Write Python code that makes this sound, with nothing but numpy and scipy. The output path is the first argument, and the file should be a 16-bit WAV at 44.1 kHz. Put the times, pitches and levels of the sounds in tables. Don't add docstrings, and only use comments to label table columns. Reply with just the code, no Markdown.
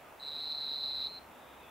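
import sys
import numpy as np
from scipy import signal
from scipy.fft import rfft, irfft
from scipy.io import wavfile
from scipy.ndimage import uniform_filter1d

SR = 44100
rng = np.random.default_rng(int(sys.argv[2]) if len(sys.argv) > 2 else 0)


def output_pcm(signal):
    pcm = np.clip(np.atleast_2d(signal).T, -1, 1) * 32767
    wavfile.write(sys.argv[1], SR, np.round(pcm).astype(np.int16))


N = 74970
T = np.arange(N) / SR

# (frequency [Hz], relative spectral density [dB])
WASH_SPECTRUM = [(15, -45), (25, -40), (59, -0.5), (113, -9.5), (260, -4), (297, -5.5), (359, -3.5),
                 (495, -3.5), (598, -1.5), (945, -1), (1050, -5), (1170, -3.5), (1900, -11.5), (2560, -11),
                 (3090, -16.5), (3530, -18), (4150, -25), (15500, -26.5)]
# (frequency [Hz], correlation [0 to 1])
WASH_COHERENCE = [(60, 0.96), (200, 0.74), (600, 0.75), (1400, 0.64), (3500, 0.7), (8000, 0.16),
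                  (13000, 0.63)]
# (time [s], level [dB])
ENGINE_LEVEL = [(0, -78), (.22, -92), (.6, -74), (.76, -72.5), (1.0, -64.5), (1.13, -76), (1.24, -66),
                (1.36, -85), (1.54, -68), (1.7, -79)]
# (time [s], stroke rate [1/s], base pitch [Hz], level [dB])
NEAR_TRILL = [(0.195, 133.7, 4012, -53.3), (0.27, 142.0, 4040, -42.6), (0.35, 155.2, 3987, -42.0),
              (0.385, 154.4, 4021, -40.8), (0.43, 153.3, 4056, -39.8), (0.475, 151.2, 4071, -39.2),
              (0.52, 149.1, 4049, -37.1), (0.565, 146.7, 4074, -41.1), (0.62, 143.8, 4055, -39.6),
              (0.69, 141.7, 4018, -37.4), (0.78, 139.1, 4059, -38.5), (0.815, 138.8, 4055, -38.2),
              (0.86, 138.3, 4040, -35.8), (0.92, 137.7, 4047, -38.5), (1.0, 138.5, 4028, -37.7),
              (1.075, 139.3, 4034, -36.5)]
# (time [s], stroke rate [1/s], base pitch [Hz], level [dB])
FAR_TRILL = [(.38, 178, 4080, -52), (.47, 180, 4100, -49), (.75, 180, 4102, -49.5), (1.0, 180, 4098, -48),
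             (1.19, 180, 4094, -47.8)]
# (start [s], duration [s], pitch [Hz], band width [Hz], level [dB])
INSECT_CALLS = [(1.297, 0.38, 3610, 230, -68), (1.61, 0.18, 3480, 110, -65.5),
                (1.58, 0.13, 2570, 80, -63.5)]

SAG_FROM, SCRAPE_SHARE = 0.46, 0.052
SCRAPE_HZ, WING_WIDTH_HZ, TOP_HZ = 4750, 1500, 15750


def amp(db):
    return 10 ** (np.asarray(db) / 20)


def unit(x):
    return x / np.sqrt(np.mean(x ** 2) + 1e-20)


def read_spectrum(points, hz):
    point_hz, value = np.transpose(points)
    return np.interp(np.log(hz + 1), np.log(point_hz + 1), value)


def band(centre_hz, width_hz):
    hz = np.fft.rfftfreq(N, 1 / SR)
    bell = np.exp(-.5 * ((hz - centre_hz) / width_hz) ** 2)
    return unit(irfft(rfft(rng.standard_normal(N)) * bell, N))


def traffic_wash():
    hz = np.fft.rfftfreq(1024, 1 / SR)
    grid = (len(hz), N // 256 + 5)
    left, independent = rng.standard_normal((2, *grid)) + 1j * rng.standard_normal((2, *grid))
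    coherence = read_spectrum(WASH_COHERENCE, hz)[:, None]
    right = coherence * left + np.sqrt(1 - coherence ** 2) * independent
    patches = uniform_filter1d(rng.standard_normal(grid), size=10, axis=0)
    drift_db = 0.45 * unit(uniform_filter1d(patches, size=18, axis=1))
    colour_db = read_spectrum(WASH_SPECTRUM, hz) + np.interp(hz, [10500, TOP_HZ], [0, 3])
    spectra = np.array([left, right]) * amp(colour_db[:, None] + drift_db)
    return amp(-53.5) * unit(signal.istft(spectra, nperseg=1024, noverlap=768)[1][:, :N])


def engine_hum(hum_hz=68, waver_hz=1.6, drone_hz=248.6):
    phase = 2 * np.pi * np.cumsum(hum_hz + waver_hz * band(0, 3.5)) / SR
    level = amp(np.interp(T, *np.transpose(ENGINE_LEVEL)))
    return level * np.sqrt(2) * np.sin(phase) + amp(-72.5) * band(drone_hz, 7)


def cricket(trill, start_s, end_s, release_s, sharp_hz, sag_hz, swell, lean, uneven_db, slip_rad,
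            scrape_db):
    times, *columns = np.transpose(trill)
    rate, hz, db = (np.interp(T, times, column) for column in columns)
    strokes = np.cumsum(rate * (T > start_s)) / SR
    progress = strokes % 1
    force, slip, droop, scrape_slip, grip = rng.standard_normal((600, 5))[strokes.astype(int)].T
    gate = (T > start_s) * np.exp(-np.maximum(T - end_s, 0) / release_s)
    level = 2 * gate * amp(db + uneven_db * force)
    onset = np.exp(-np.maximum(T - start_s, 0) / 0.13)
    narrowness = swell + 0.67 * onset
    arch = abs(np.sin(np.pi * progress ** lean)) ** narrowness * np.sqrt(narrowness / swell)
    slowing = np.maximum(progress - SAG_FROM, 0) / (1 - SAG_FROM)
    sag = sag_hz * (1 + 0.18 * droop) * (1 - SAG_FROM) * slowing ** 2 / 2
    bend_cycles = (sharp_hz * progress - sag) / rate
    envelope = level * arch * np.exp(1j * (2 * np.pi * bend_cycles + slip_rad * slip))
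    envelope = signal.sosfiltfilt(signal.butter(2, WING_WIDTH_HZ, fs=SR, output="sos"), envelope)
    base_phase = 2 * np.pi * np.cumsum(hz + 20 * band(0, 510)) / SR
    phase = base_phase + np.angle(envelope)
    octave = amp(-44 + 19 * onset) * np.sin(2 * phase)
    third_harmonic = amp(-36) * (1 - slowing) * np.sin(3 * phase)
    wing = abs(envelope) * (np.sin(phase) + octave + third_harmonic)
    catch = (progress / SCRAPE_SHARE) ** 2 * np.exp(-progress / SCRAPE_SHARE)
    scrape_phase = base_phase + 2 * np.pi * (SCRAPE_HZ - hz) * progress / rate + slip_rad * scrape_slip
    return wing + amp(scrape_db + 2 * grip) * level * catch * np.sin(scrape_phase)


def tree_echoes(sound, t60_s):
    t = np.arange(SR // 2) / SR
    taps = rng.standard_normal((2, len(t))) * (rng.random((2, len(t))) < .1) * amp(-60 * t / t60_s)
    taps /= np.linalg.norm(taps, axis=1, keepdims=True)
    return signal.fftconvolve(sound[None], taps, axes=1)[:, :N]


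def distant_insects():
    calls = np.zeros((2, N))
    for start, duration, hz, width, db in INSECT_CALLS:
        progress = np.clip((T - start) / duration, 0, 1)
        arch = np.sqrt(np.maximum(np.sin(np.pi * progress), 0))
        common, left, right = (band(hz, width) for _ in range(3))
        calls += amp(db) * arch * unit(common + 0.33 * np.array([left, right]))
    return calls


def scene():
    traffic = traffic_wash() + engine_hum()
    near = cricket(NEAR_TRILL, start_s=.196, end_s=1.072, release_s=.008, sharp_hz=30, sag_hz=406,
                   swell=1.28, lean=1.0, uneven_db=1.4, slip_rad=.6, scrape_db=-16)
    far = cricket(FAR_TRILL, start_s=.38, end_s=1.188, release_s=.0015, sharp_hz=44.4, sag_hz=133,
                  swell=0.95, lean=0.91, uneven_db=.5, slip_rad=.15, scrape_db=-25)
    direct = near * amp([[-.3], [.5]]) + far * amp([[-.1], [.1]])
    trunks = tree_echoes(amp(-27) * near + amp(-15) * far, t60_s=.34)
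    leaves = amp(-23.5) * tree_echoes(near, t60_s=.04)
    return traffic + direct + trunks + leaves + distant_insects()


def record(dry):
    low_pass = signal.firwin(511, TOP_HZ, window=("kaiser", 9), fs=SR)
    return signal.oaconvolve(dry, low_pass[None], "same")


dry = scene()
out = record(dry)
output_pcm(out)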